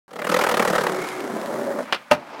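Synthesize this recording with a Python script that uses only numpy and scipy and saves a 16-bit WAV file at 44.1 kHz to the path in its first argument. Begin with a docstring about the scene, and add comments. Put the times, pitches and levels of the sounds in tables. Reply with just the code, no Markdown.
"""A skateboard rattles over paving joints: each gives a thud, a clack and a fizz made of shaped, coloured grains.
It rolls on more smoothly on filtered grains, with a thin wheel ring; the deck's resonance mostly climbs in pitch.
Then the tail snaps: noisy blows plus a set of dying sine tones. Filtered noise makes the wheels whirr in the air.
The board lands hard on stone steps, made like the snap, and rolls on along the step on softer grains.
Steps and house front throw the knocks back as dull echoes; a short noise tail answers the whole ride."""
import sys
import numpy as np
from scipy import signal
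from scipy.io import wavfile
from scipy.ndimage import uniform_filter1d

SR = 44100
rng = np.random.default_rng(int(sys.argv[2]) if len(sys.argv) > 2 else 0)


def transcribe(signal):
    """Save signal, clipped to [-1, 1], as a 16-bit WAV file at the path in sys.argv[1]."""
    frames = np.atleast_2d(signal).T
    limited = np.clip(frames, -1, 1)
    pcm = np.round(limited * 32767).astype(np.int16)
    wavfile.write(sys.argv[1], SR, pcm)


N = 105840  # length in samples: 2.4 s
TIME = np.arange(N) / SR


def amp(db):
    """Turns decibels into a gain."""
    return 10 ** (np.asarray(db) / 20)


def evened(x):
    """Scales a sound to an average (rms) strength of one."""
    return x / np.sqrt(np.mean(x ** 2) + 1e-20)


def curve(rows, axis=1):
    """Reads one column of a time table at every sample, in straight lines between rows."""
    rows = np.array(rows)
    return np.interp(TIME, rows[:, 0], rows[:, axis])


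def level(rows, axis=1):
    """Gain from a dB column of a time table, silent before the first row."""
    return amp(curve(rows, axis=axis)) * (TIME > rows[0][0])


def read(points, hz):
    """Reads a spectrum table, in straight lines along a log-frequency axis."""
    table_hz, value = np.transpose(points)
    return np.interp(np.log(hz + 1), np.log(table_hz + 1), value)


def add(mix, start_s, sound):
    """Mixes a sound in at a start time, cut off at the end of the mix."""
    part = mix[max(round(start_s * SR), 0):][:len(sound)]
    part += sound[:len(part)]


def colour(x, points, size=4096):
    """Filters with the shape of a spectrum table; never rings ahead of the sound, total energy one."""
    hz = abs(np.fft.fftfreq(size, 1 / SR))
    log_gain = np.log(amp(read(points, hz)))
    # the Hilbert transform gives the phase that puts the energy as early as possible
    spectrum = np.exp(np.conj(signal.hilbert(log_gain)))
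    taps = np.fft.ifft(spectrum).real[:size // 2]
    return signal.fftconvolve(x, taps / np.linalg.norm(taps))[:len(x)]


def resonate(x, hz, width_hz):
    """A resonance with a peak gain of one; its pitch may glide."""
    turn = np.exp(2j * np.pi * np.cumsum(hz * np.ones(len(x))) / SR)
    r = np.exp(-np.pi * width_hz / SR)
    # shift the pitch down to zero, smooth, then shift back up
    smooth = signal.lfilter([1 - r], [1, -r], x / turn + 1e-18)
    return 2 * (turn * smooth).real


def grains(size=N):
    """Dense tiny impacts of a wheel on rough stone: about 6000 random clicks a second."""
    force = amp(0.5 * np.minimum(rng.exponential(1, size), 3))
    return evened(force * rng.standard_normal(size) * (rng.random(size) < 6000 / SR))


# How fast the forecourt's tail dies. Each row: frequency in Hz, time to fall by 60 dB in seconds.
YARD_DECAY = [(150, 0.27), (600, 0.14), (2000, 0.13), (6000, 0.072), (16000, 0.065)]


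def yard(x, gap_s=0.01, size=22050):
    """Short diffuse tail of the open forecourt: sparse random reflections, each pitch dying at its own rate."""
    taps = rng.standard_normal(size) * (rng.random(size) < .1) * (TIME[:size] > gap_s)
    hz, t, bands = signal.stft(taps, SR, nperseg=256)
    decay = amp(-60 * t / read(YARD_DECAY, hz)[:, None])
    tail = signal.istft(bands * decay, SR, nperseg=256)[1]
    return signal.fftconvolve(x, tail / np.linalg.norm(tail))[:N]


# Echoes from the ground, steps and house front. Each row: delay in seconds, level in dB.
REFLECTIONS = [(0.0202, -25.5), (0.0222, -26)]


def echoes(x, dull_hz=4000):
    """Distinct reflections from hard surfaces, with the treble softened."""
    out = np.zeros(N)
    dull = signal.lfilter(*signal.butter(1, dull_hz, fs=SR), x)
    for delay_s, db in REFLECTIONS:
        add(out, delay_s, amp(db) * dull)
    return out


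# Wheels spinning freely. Each row: time in seconds, level in dB.
SPIN_LEVEL = [(1.83, -49), (1.9, -45), (2.0, -50), (2.09, -55), (2.15, -54)]
# Tone of that whirr. Each row: frequency in Hz, relative level in dB.
SPIN_TONE = [(40, -32), (130, 2), (240, 10), (400, -5), (560, 10), (850, -8), (1300, -10), (2200, 7),
             (3800, -3.5), (8000, -16), (16000, -20)]


def spinning_wheels():
    """Bearings whirr around the jump: steady noise through a fixed colour."""
    return level(SPIN_LEVEL) * colour(rng.standard_normal(N), SPIN_TONE)


# Rolling along the step after the landing. Each row: time in seconds, level in dB.
STEP_LEVEL = [(2.12, -40), (2.18, -41.5), (2.27, -42.5), (2.32, -39.5), (2.342, -32.5), (2.36, -38.5),
              (2.4, -35.5)]
# Tone of that roll. Each row: frequency in Hz, relative level in dB.
STEP_TONE = [(35, -84), (60, -38), (222, -15), (244, -5.5), (458, -12), (698, -3), (749, -9), (882, -2.5),
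             (1110, -14.5), (1200, -10), (1700, -22), (2520, -18.5), (2840, -25), (5210, -30), (16000, -69)]


def step_roll():
    """The wheels run along the stone step: tiny impacts through a fixed colour."""
    return level(STEP_LEVEL) * colour(grains(), STEP_TONE)


# Thin ring of the wheels while they pass closest. Each row: time in seconds, level in dB.
WHEEL_LEVEL = [(.85, -48), (1.03, -39), (1.2, -44.5), (1.42, -55), (1.58, -66)]


def wheel_ring(hz=2180, width_hz=290):
    """Grit excites a narrow resonance of the wheels; filtering twice makes it narrower."""
    once = resonate(grains(), hz, width_hz)
    return level(WHEEL_LEVEL) * evened(resonate(once, hz, width_hz))


# Single bits of grit cracking under a wheel. Each row: start in seconds, level in dB.
GRIT_CRACKS = [(1.088, -25.5), (1.205, -29), (1.415, -30.5), (1.459, -30)]
# Tone of these cracks. Each row: frequency in Hz, relative level in dB.
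GRIT_CRACK_TONE = [(300, -29), (900, 6), (2300, 2.5), (3500, -3.5), (7000, -8), (16000, -17)]


def ticks(fade_s=0.0025, size=1024):
    """Small dry cracks that stand out of the roll: noise bursts that die away fast."""
    out, t = np.zeros(N), np.arange(size) / SR
    for start_s, db in GRIT_CRACKS:
        add(out, start_s, amp(db) * rng.standard_normal(size) * np.exp(-t / fade_s))
    return colour(out, GRIT_CRACK_TONE)


def drone(rows, width_hz, steady_s=0.046):
    """The paving keeps one narrow, gliding resonance ringing at an even strength."""
    hz = curve(rows)
    ring = evened(resonate(resonate(grains(), hz, width_hz), hz, width_hz))
    power = uniform_filter1d(ring ** 2, int(steady_s * SR))
    return level(rows, axis=2) * ring / np.sqrt(abs(power) + 1e-6)


# Main bending resonance of the ridden deck. Each row: time in seconds, pitch in Hz, level in dB.
DECK_RING = [(.2, 490, -57), (.8, 520, -52), (1.35, 529, -40.5), (1.52, 553, -32), (1.62, 540, -34),
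             (1.7, 559, -20.5), (1.75, 570, -39), (1.8, 588, -19.5), (1.86, 596, -63)]
# Two lower bands that drift as the board passes. Each row: time in seconds, pitch in Hz, level in dB.
LOW_RING = [(1.1, 296, -60), (1.2, 302, -37.5), (1.32, 216, -33), (1.43, 203, -40.5), (1.55, 244, -38.5),
            (1.8, 241, -33.5), (1.87, 242, -47), (2.1, 258, -67)]
MID_RING = [(.7, 383, -38.5), (.97, 356, -30.5), (1.1, 346, -39), (1.24, 394, -32.5), (1.45, 376, -42),
            (1.6, 385, -32.5), (1.8, 389, -39), (1.86, 388, -75)]


def deck_rings():
    """The shaken wooden deck sounds at its main resonance and in two lower bands."""
    return drone(DECK_RING, width_hz=70) + drone(LOW_RING, width_hz=42) + drone(MID_RING, width_hz=85)


# Strength of the roll. Each row: time in seconds, rumble in dB (before RUMBLE_DB), grit in dB, hiss in dB.
ROLL_LEVELS = [(.08, -53, -56, -65), (.17, -41.5, -53.5, -61), (.33, -38, -36.5, -43.5),
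               (.75, -30, -32.5, -40.5), (.95, -31.5, -34.5, -43), (1.05, -36, -35.5, -42),
               (1.13, -35.5, -34.5, -41), (1.24, -33, -37, -45.5), (1.56, -30.5, -36, -45),
               (1.72, -30, -38, -48.5), (1.805, -32.5, -34, -46), (1.85, -45, -42.5, -50),
               (1.92, -44, -38, -69), (1.97, -54, -47.5, -62)]
# Tones of the three parts. Each row: frequency in Hz, relative level in dB.
RUMBLE_TONE = [(30, -54), (65, -44), (95, -29), (125, -8), (170, -1.5), (240, -1.5), (380, -5.5), (480, -1),
               (620, 2.5), (800, -1), (1200, -20), (2500, -35.5)]
GRIT_TONE = [(400, -33.5), (800, 0.5), (1100, 3), (1800, -1), (2200, -7), (2700, -16), (6000, -51)]
HISS_TONE = [(1500, -8), (2800, 7), (4500, 2), (7000, -1), (10000, -3), (13000, -8.5), (16000, -31)]
# A near reflection that lags as the board moves. Each row: time in seconds, lag in seconds.
REFLECTION_LAG = [(1.0, 0.0025), (1.2, 0.00283), (1.8, .0036)]
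RUMBLE_DB, REFLECTION_DB = -1, -8.5  # further gain of the rumble; reflection against the direct shake
LUMP_DB, LUMP_S = 1.87, .008  # typical strength and length of the paving's unevenness


def rolling():
    """Uneven paving shakes the deck into a rumble and rings; grit crackles and hisses under the wheels."""
    bumps = uniform_filter1d(rng.standard_normal(N), int(LUMP_S * SR))
    lumps = amp(LUMP_DB * evened(bumps))
    shake = colour(grains() * lumps, RUMBLE_TONE)
    # the delayed copy strengthens some pitches and weakens others
    reflected = np.interp(TIME - curve(REFLECTION_LAG), TIME, shake)
    rumble = evened(shake + amp(REFLECTION_DB) * reflected)
    rings = deck_rings()
    crunch = evened(grains() * lumps)
    grit = colour(crunch, GRIT_TONE)
    hiss = colour(evened(crunch + 0.51 * rng.standard_normal(N)), HISS_TONE)
    return (rings + amp(RUMBLE_DB) * level(ROLL_LEVELS, axis=1) * rumble
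            + level(ROLL_LEVELS, axis=2) * grit + level(ROLL_LEVELS, axis=3) * hiss)


# Wheels crossing paving joints. Each row: time in seconds (before LAG_S), thud in dB, clack in dB,
# fizz in dB (before FIZZ_DB), spread of the wheels' strikes in seconds.
CROSSINGS = [(0.1119, -44.5, -48.0, -54.5, 0.0066), (0.1356, -40.5, -43.5, -49.5, 0.0064),
             (0.1627, -34.0, -36.5, -44.5, 0.0079), (0.1952, -32.5, -31.0, -43.0, 0.0094),
             (0.2209, -31.0, -29.5, -42.0, 0.0059), (0.2484, -29.5, -28.5, -36.5, 0.0072),
             (0.2723, -28.0, -25.5, -35.0, 0.0063), (0.2971, -23.0, -22.5, -31.5, 0.0085),
             (0.3211, -21.5, -23.0, -31.0, 0.0082), (0.3447, -18.5, -19.5, -27.5, 0.0058),
             (0.3681, -20.0, -22.5, -30.5, 0.0069), (0.3934, -23.0, -19.5, -31.0, 0.0072),
             (0.4168, -22.0, -20.5, -29.5, 0.0097), (0.4419, -23.5, -20.0, -30.5, 0.0073),
             (0.4688, -24.5, -21.0, -32.5, 0.006), (0.4936, -25.5, -21.5, -29.5, 0.0074),
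             (0.5184, -22.0, -22.5, -30.0, 0.0092), (0.5443, -22.5, -22.0, -31.0, 0.0055),
             (0.5737, -23.0, -21.0, -29.5, 0.0058), (0.5988, -18.0, -19.0, -29.5, 0.0064),
             (0.6264, -24.0, -21.0, -32.5, 0.0055), (0.6523, -24.0, -22.0, -32.5, 0.0052),
             (0.6795, -22.5, -22.5, -31.0, 0.0074), (0.7039, -22.5, -26.0, -34.0, 0.0062),
             (0.7322, -21.5, -26.0, -35.5, 0.009), (0.7583, -23.0, -20.0, -31.0, 0.0097),
             (0.7848, -22.5, -21.0, -32.0, 0.0067), (0.8134, -25.0, -27.5, -34.5, 0.0066),
             (0.8389, -26.5, -24.5, -37.0, 0.0057), (0.8683, -25.5, -22.5, -33.0, 0.0037),
             (0.8945, -30.5, -31.5, -42.5, 0.0074), (0.9225, -30.5, -32.0, -38.0, 0.0064),
             (0.9478, -29.5, -34.0, -42.0, 0.005), (0.9628, -28.5, -35.5, -44.0, 0.0105),
             (0.9912, -30.0, -34.0, -45.0, 0.0105), (1.0226, -31.0, -33.5, -41.5, 0.0097),
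             (1.0429, -35.0, -34.0, -42.5, 0.0066)]
# Tones of the three parts. Each row: frequency in Hz, relative level in dB (before the random tint).
THUD_TONE = [(30, -28), (95, -23.5), (130, -16.5), (170, -0.5), (290, -6), (400, -1.5), (500, 7),
             (600, 4.5), (680, -11), (770, -4.5), (1000, -31.5), (2500, -42)]
CLACK_TONE = [(300, -38), (640, -3), (770, 5), (950, 3.5), (1130, 3), (1270, 7), (1600, 0), (1850, 1),
              (2200, -5), (3000, -13), (4000, -23.5), (16000, -30)]
FIZZ_TONE = [(1500, -21), (2700, 10), (3800, 7.5), (5000, 5), (8000, 0.5), (12000, -4), (16000, -11)]
FIZZ_DB, TINT_DB = -1, 2.5  # further gain of the fizz; random colour change of every joint
LAG_S, LEAD_S, END_S = .0006, .016, .018  # shift of all joints, room before each, time of the cut-off
EARLY, RISE, HOLD = .39, .3, .75  # head start, swell and hold of a burst, in multiples of the spread
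THUD_FALL, CLACK_FALL, FIZZ_FALL = .9, .7, .9  # fade of each part, in multiples of the spread


def joints(burst_s=0.017, size=4096):
    """Wheels crunch over each edge: a thud of the deck, a clack and a fizz of grit, cut short as they clear it."""
    out, t = np.zeros(N), np.arange(size) / SR - LEAD_S
    cut = np.exp(-(t / END_S) ** 4)
    for joint_s, thud_db, clack_db, fizz_db, spread_s in CROSSINGS:
        u = t / spread_s + EARLY
        parts = [(THUD_TONE, thud_db, THUD_FALL),
                 (CLACK_TONE, clack_db, CLACK_FALL),
                 (FIZZ_TONE, fizz_db + FIZZ_DB, FIZZ_FALL)]
        for points, db, fall in parts:
            rise = np.exp(-(u / RISE) ** 2 / 2)
            fade = np.exp(-np.maximum(u - HOLD, 0) / fall)
            swell = np.where(u < 0, rise, fade)
            tinted = [(hz, band_db + TINT_DB * rng.standard_normal()) for hz, band_db in points]
            part = evened(colour(swell * cut * grains(size=size), tinted))
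            # the level counts as if all the energy fell within burst_s
            add(out, joint_s + LAG_S - LEAD_S, amp(db) * np.sqrt(burst_s * SR / size) * part)
    return out


RATTLE_S, RATTLE_PER_S = .032, 1400  # trucks and bolts clatter after each blow, then settle


def knock(blows, modes, crack, ring_db, crack_db, build_cycles, splinter, rattle_db, wet_db, ring_wet_db,
          crack_s=.0016, size=16384):
    """Quick blows of wood on stone crack and clatter; the hardest sets the modes ringing, the yard answers."""
    t, ring, drive = np.arange(size) / SR, np.zeros(N), np.zeros(N)
    for start_s, db in blows:
        clicks = evened(rng.standard_normal(size) * (rng.random(size) < RATTLE_PER_S / SR))
        clatter = clicks * np.exp(-(t / RATTLE_S) ** 2)
        noise = rng.standard_normal(size) * np.exp(-t / crack_s)
        burst = splinter * evened(noise + amp(rattle_db) * clatter) / np.sqrt(size)
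        burst[0] += 1  # the sharp first contact
        add(drive, start_s, amp(db + crack_db) * burst / np.linalg.norm(burst))
    tone = np.zeros(size)
    for hz, db, t60 in modes:
        build = (1 - np.exp(-hz * t / build_cycles)) ** 2
        tone += amp(db - 60 * t / t60) * np.sin(2 * np.pi * (hz * t + rng.random())) * build
    hardest_s = max(blows, key=lambda blow: blow[1])[0]
    add(ring, hardest_s, amp(ring_db) * tone)
    snap = colour(drive, crack)
    return ring + snap + echoes(snap) + yard(amp(wet_db) * snap + amp(ring_wet_db) * ring)


# Blows of the tail. Each row: start in seconds, level in dB (before crack_db).
TAIL_BLOWS = [(1.9238, -20), (1.9256, -0.5), (1.9302, -3)]
# Ringing tones of the board. Each row: pitch in Hz, level in dB (before ring_db), time to fall 60 dB in seconds.
TAIL_MODES = [(545, -5.5, 0.081), (760, 1.5, 0.051), (1324, 3, 0.062), (1410, -11.5, 0.17),
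              (2070, -7.5, 0.16), (2370, -11, 0.15), (3110, -13, 0.049), (3340, -3, 0.057),
              (4120, -15, 0.062), (5300, -12, 0.078)]
# Tone of the crack. Each row: frequency in Hz, relative level in dB.
TAIL_CRACK = [(40, -26), (130, -17), (250, -0.5), (550, -5), (1300, 5.5), (2500, 0.5), (3500, -2),
              (4400, -6.5), (5200, -10.5), (6500, -22.5), (11000, -28), (16000, -40)]


def tail_snap():
    """The tail snaps: a bright crack whose ring builds up almost at once."""
    return knock(TAIL_BLOWS, TAIL_MODES, TAIL_CRACK, ring_db=-21, crack_db=10.5,
                 build_cycles=0.38, splinter=2.1, rattle_db=-15, wet_db=-19.5, ring_wet_db=-12)


# Blows of the landing. Each row: start in seconds, level in dB (before crack_db).
LANDING_BLOWS = [(2.1075, -25), (2.1117, -8), (2.1133, 4), (2.1172, -5), (2.1208, -1.5)]
# Ringing tones of the board. Each row: pitch in Hz, level in dB (before ring_db), time to fall 60 dB in seconds.
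LANDING_MODES = [(255, -7, .11), (599, 8, .06), (757, -5, .055), (1000, -8, .07), (1245, -7, .07),
                 (1405, -12, .08), (1830, -18, .07), (2220, -14, .06), (2702, -7, .055), (3290, -22, .06)]
# Tone of the crack. Each row: frequency in Hz, relative level in dB.
LANDING_CRACK = [(40, -27), (150, 2.5), (230, -4), (330, 1.5), (420, -0.5), (620, 2.5), (900, 9.5),
                 (1130, -3), (1400, 6), (2000, -3.5), (2800, -3), (3400, -13), (5500, -11.5), (7000, -22),
                 (11000, -25.5), (16000, -34)]


def landing():
    """The board hits the stone step: a lower crack with a stronger ring that takes longer to build."""
    return knock(LANDING_BLOWS, LANDING_MODES, LANDING_CRACK, ring_db=-6.5, crack_db=11,
                 build_cycles=1.5, splinter=2.3, rattle_db=-20, wet_db=-16.5, ring_wet_db=-18)


def scene(ride_wet_db=-17):
    """The ride, the pop and the landing in the forecourt."""
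    ride = joints() + ticks() + rolling() + wheel_ring() + spinning_wheels() + step_roll()
    knocks = tail_snap() + landing()
    return (ride + amp(ride_wet_db) * yard(ride) + knocks)[None]


def record(dry, overload=.97, edge_hz=16200):
    """Rounds off the loudest peaks, then removes what lies above the band edge."""
    held = dry / (1 + (dry / overload) ** 6) ** (1 / 6)
    low_pass = signal.firwin(511, edge_hz, window=("kaiser", 9), fs=SR)
    return signal.oaconvolve(held, low_pass[None], "same")


dry = scene()
out = record(dry)
transcribe(out)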